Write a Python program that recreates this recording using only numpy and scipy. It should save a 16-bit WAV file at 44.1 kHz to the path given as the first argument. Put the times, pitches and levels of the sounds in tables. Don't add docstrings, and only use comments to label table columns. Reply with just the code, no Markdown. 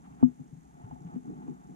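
import sys
import numpy as np
from scipy import signal
from scipy.fft import rfft, irfft
from scipy.io import wavfile

SR = 44100
rng = np.random.default_rng(int(sys.argv[2]) if len(sys.argv) > 2 else 0)


def master_out(mix):
    frames = np.transpose(np.atleast_2d(mix))
    ceiling = np.clip(frames, -1, 1)
    pcm = np.round(ceiling * 32767).astype(np.int16)
    wavfile.write(sys.argv[1], SR, pcm)


N = 77175
T = np.arange(N) / SR

# (pitch [Hz], t60 [s], rise [s], left [dB], right [dB], right lag [rad])
HOUSING_MODES = [(57.6, .16, .008, -40, -47, 0.41), (145.5, 0.17, 0.013, -21, -21.5, .8),
                 (154, 0.1, 0.0028, -23, -33.5, 2.06), (249.6, 0.11, 0.012, 5, -30.5, 1.9),
                 (244.8, .055, 0.0039, -14.5, -2, 2.3), (510, 0.018, 0.00075, -20, -44, 5.4),
                 (670, 0.036, .0005, -22.5, -24.5, 2.4), (893, 0.033, 0.00062, -28.5, -22.5, 3.0),
                 (1150, 0.06, 0.00061, -37, -34.5, 2.6), (1340, .025, .0005, -40.5, -38.5, 1.5)]
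# (time [s], relative level [dB], contact brightness [Hz])
KNOCKS = [(0.2271, -1.5, 1303), (0.2379, -25.5, 400), (0.394, -31.5, 650), (0.921, -30, 576),
          (1.147, -52, 505), (1.159, -23.5, 910), (1.273, -26, 402), (1.481, -24, 1500), (1.51, -31, 438),
          (1.69, -35, 447)]
# (time [s], level [dB], pitch [Hz], left minus right [dB])
GULPS = [(0.111, -44.5, 140, -3), (0.403, -42.5, 147, 7), (0.526, -38, 149, 7.5), (0.569, -47, 162, 9.5),
         (.838, -37, 113, 3.5), (.922, -44, 135, 1), (1.009, -41.5, 159, 7.5), (1.048, -37, 167, 1),
         (1.065, -43.5, 155, 4), (1.142, -36.5, 189, -6), (1.26, -59, 146, 5), (1.51, -63, 144, 1)]
# (time [s], relative level [dB])
CHURN_STRENGTH = [(0, -53), (.12, -53), (.19, -50.5), (.24, -38.5), (.31, -48.5), (.36, -57.5), (.42, -51),
                  (.49, -53.5), (.58, -55.5), (.65, -56), (.77, -55.5), (.86, -48), (.94, -50), (.99, -49),
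                  (1.07, -46.5), (1.11, -50.5), (1.16, -39), (1.22, -51.5), (1.3, -38), (1.37, -47),
                  (1.5, -40.5), (1.57, -51), (1.64, -54), (1.7, -45.5), (1.75, -47)]
# (pitch [Hz], width [Hz], left [dB], right [dB], right lag [rad])
CHURN_MODES = [(151, 16, -2.5, -7.5, 1.3), (183.6, 37, -4.5, -3, 1.1), (256, 31.3, 0, -2.5, 1.92),
               (310.3, 39, -16.5, -7.5, 1.5), (368.5, 32, -19.5, -14, .8), (416.1, 45.5, -14.5, -16, 1.7)]
# (time [s], relative level [dB])
FINGER_PRESSURE = [(0, -71.5), (.06, -66), (.16, -69.5), (.21, -62.5), (.33, -74), (.41, -71), (.5, -76.5),
                   (.7, -72), (.8, -64), (.95, -67), (1.0, -68.5), (1.14, -61), (1.2, -73.5), (1.28, -65),
                   (1.42, -64), (1.48, -68.5), (1.55, -67), (1.75, -69.5)]
# (pitch [Hz], width [Hz], left [dB], right [dB], right lag [rad])
WALL_MODES = [(746, 147, 4.5, 2.5, 2.5), (843, 100, 4, 4, 2.543), (1180, 410, -3.5, -3, 2.78),
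              (2135, 1700, -18.5, -20, 2.8)]
# (time [s], relative level [dB])
SLIPS = [(.794, -49), (.813, -46.5), (.874, -46.5), (.911, -38), (.959, -44), (1.122, -45), (1.133, -46),
         (1.158, -66), (1.419, -45), (1.4795, -42)]
# (time [s], level [dB], half length [s])
SWISHES = [(0.055, -62.5, 0.0096), (0.125, -69.5, .02), (0.204, -66, 0.015), (0.233, -63.5, 0.0097),
           (.845, -66.5, 0.0072), (0.919, -67.5, 0.014), (1.073, -66, 0.0072), (1.16, -65.5, 0.0074),
           (1.43, -69, 0.011), (1.482, -68.5, 0.014)]
# (frequency [Hz], relative density [dB])
GRIT_SPECTRUM = [(400, -29.5), (900, 2.5), (1250, 0), (1700, -8), (3000, -12.5), (5000, -30),
                 (10000, -37.5)]
SEA_SPECTRUM = [(15, -28.5), (35, -9), (90, -15.5), (170, 7.5), (350, -23), (550, -18), (1000, -23),
                (2000, -23), (4000, -39), (8000, -56)]
HISS_SPECTRUM = [(1000, -22.5), (2200, -5), (3200, -1), (4700, -4), (5700, -1), (6600, 6.5), (7600, 1),
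                 (8600, 0), (10000, -2.5), (13000, -8.5), (15500, -19)]
# (time [s], relative level [dB])
DRONE_LEVEL = [(0, -64.5), (.55, -65), (.9, -63), (1.2, -64), (1.45, -66.5), (1.75, -69.5)]
# (time into the cycle [s], relative level [dB])
TICKS = [(.002, -79), (.0097, -73)]
# (pitch [Hz], width [Hz], relative level [dB])
TREBLE_BANDS = [(6650, 1200, 0.5), (8600, 200, -13.5)]
# (pitch [Hz], level [dB])
WHINE_TONES = [(3621, -99), (7243, -100)]


def from_db(db):
    return 10 ** (np.asarray(db) / 20)


def unit_power(x):
    return x / np.sqrt(np.mean(np.abs(x) ** 2) + 1e-20)


def in_time(rows):
    return np.interp(T, *np.transpose(rows))


def resonate(x, hz, width_hz):
    pole = np.exp((2j * np.pi * hz - np.pi * width_hz * np.pi / 2) / SR)
    run_in = np.concatenate([x[N // 2:], x])
    return unit_power(signal.lfilter([1], [1, -2 * pole, pole * pole], run_in)[-N:])


def noise_band(hz, width_hz):
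    return resonate(rng.standard_normal(N), hz, width_hz)


def at_mics(z, left_db, right_db, lag):
    return np.real([from_db(left_db) * z, from_db(right_db) * z * np.exp(-1j * lag)])


def ring(start, hz, t60, rise_s):
    age = np.maximum(T - start, 0)
    build_up = 1 - np.exp(-age / rise_s)
    return -1j * build_up * np.exp((2j * np.pi * hz - np.log(1000) / t60) * age)


def stereo_noise(spectrum, correlation):
    hz, db = np.transpose(spectrum)
    gain = from_db(np.interp(np.log(np.fft.rfftfreq(N, 1 / SR) + 1), np.log(hz), db))
    mid, side = irfft(rfft(rng.standard_normal((2, N))) * gain, N)
    return unit_power(np.sqrt(1 + correlation) * mid + np.sqrt(1 - correlation) * side * [[1], [-1]])


def impulses(per_s, spread_db, cap_db):
    sizes = from_db(np.minimum(rng.exponential(spread_db, N), cap_db))
    signs = rng.choice([-1, 1], N)
    return sizes * signs * (rng.random(N) < per_s / SR) + 1e-18


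def knocks():
    body = sum(at_mics(ring(0, hz, t60, rise), *pickup) for hz, t60, rise, *pickup in HOUSING_MODES)
    out = np.zeros((2, N))
    for time, db, bright_hz in KNOCKS:
        start = int(time * SR)
        contact = signal.butter(4, bright_hz, fs=SR, output="sos")
        out[:, start:] += from_db(db) * signal.sosfilt(contact, body[:, :N - start] + 1e-18)
    return out


def crack(start_s=.2265, t60_s=.09):
    age = T - start_s
    level = (age > 0) * from_db(-66.5 - 60 * np.abs(age) / t60_s)
    return level * np.real([noise_band(3000, width_hz=3900) for mic in range(2)])


def gulps(low_cut_hz=81.4):
    out = 0
    for time, db, hz, pan_db in GULPS:
        tone = ring(time, hz, t60=.072, rise_s=.0065)
        out += at_mics(tone / np.abs(tone).max(), db + pan_db / 2, db - pan_db / 2, lag=.2)
    low_cut = signal.butter(2, low_cut_hz, "high", fs=SR, output="sos")
    return signal.sosfilt(low_cut, out + 1e-18)


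def churn(trim_db=-.5, tilt_per_octave=.38, pivot_hz=197, pivot_db=-48.5):
    lumps_db = .5 * np.real(noise_band(0, width_hz=25))
    strength_db = in_time(CHURN_STRENGTH) + lumps_db
    out = 0
    for hz, width, *pickup in CHURN_MODES:
        tilt_db = tilt_per_octave * np.log2(hz / pivot_hz) * (strength_db - pivot_db)
        out += from_db(strength_db + trim_db + tilt_db) * at_mics(noise_band(hz, width), *pickup)
    return out


def rubbing(gain_db=5):
    grains = impulses(per_s=3200, spread_db=1.5, cap_db=6)
    walls = sum((-1) ** k * at_mics(resonate(grains, hz, width), *pickup)
                for k, (hz, width, *pickup) in enumerate(WALL_MODES))
    return from_db(in_time(FINGER_PRESSURE) + gain_db) * walls


def slips(first_mode_t60_s=.032):
    out = 0
    for hz, width, left, right, lag in WALL_MODES:
        t60 = first_mode_t60_s * WALL_MODES[0][1] / width
        for time, db in SLIPS:
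            out += at_mics(ring(time, hz, t60, rise_s=.0023), db + left, db + right, lag)
    return out


def swishes():
    strokes = sum(from_db(db) * np.exp(-((T - time) / half_s) ** 2 / 2) for time, db, half_s in SWISHES)
    roughness = from_db(2 * np.real(noise_band(0, width_hz=300)))
    return strokes * roughness * stereo_noise(GRIT_SPECTRUM, correlation=-.035)


def sea():
    drone = from_db(in_time(DRONE_LEVEL)) * noise_band(58.5, width_hz=14)
    wash = from_db(-62.5) * stereo_noise(SEA_SPECTRUM, correlation=.32)
    return wash + at_mics(drone, left_db=3.5, right_db=-3.5, lag=.27)


def electronics(cycle_hz=29.97, tick_half_s=.00065):
    cycle_time = T % (1 / cycle_hz)
    gate = sum(from_db(db) * np.exp(-((cycle_time - time) / tick_half_s) ** 2 / 2) for time, db in TICKS)
    treble = sum(at_mics(noise_band(hz, width), db, db + 5.5, lag=-1.5) for hz, width, db in TREBLE_BANDS)
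    whine = sum(from_db(db) * np.sqrt(2) * np.sin(2 * np.pi * hz * T) for hz, db in WHINE_TONES)
    hiss = from_db(-76.5) * stereo_noise(HISS_SPECTRUM, correlation=.12)
    return hiss + gate * treble + whine


def crackle():
    snaps = impulses(per_s=45, spread_db=2.5, cap_db=7.5)
    return from_db(-84.5) * sum(at_mics(resonate(snaps, hz, width), db, db + 5.5, lag=-1.5)
                                for hz, width, db in TREBLE_BANDS)


def scene():
    close_up = knocks() + gulps() + churn() + rubbing() + slips() + swishes()
    return close_up + sea() + electronics() + crack() + crackle()


def record(dry, cutoff_hz=15600):
    return signal.sosfilt(signal.ellip(10, .1, 80, cutoff_hz, fs=SR, output="sos"), dry)


dry = scene()
out = record(dry)
master_out(out)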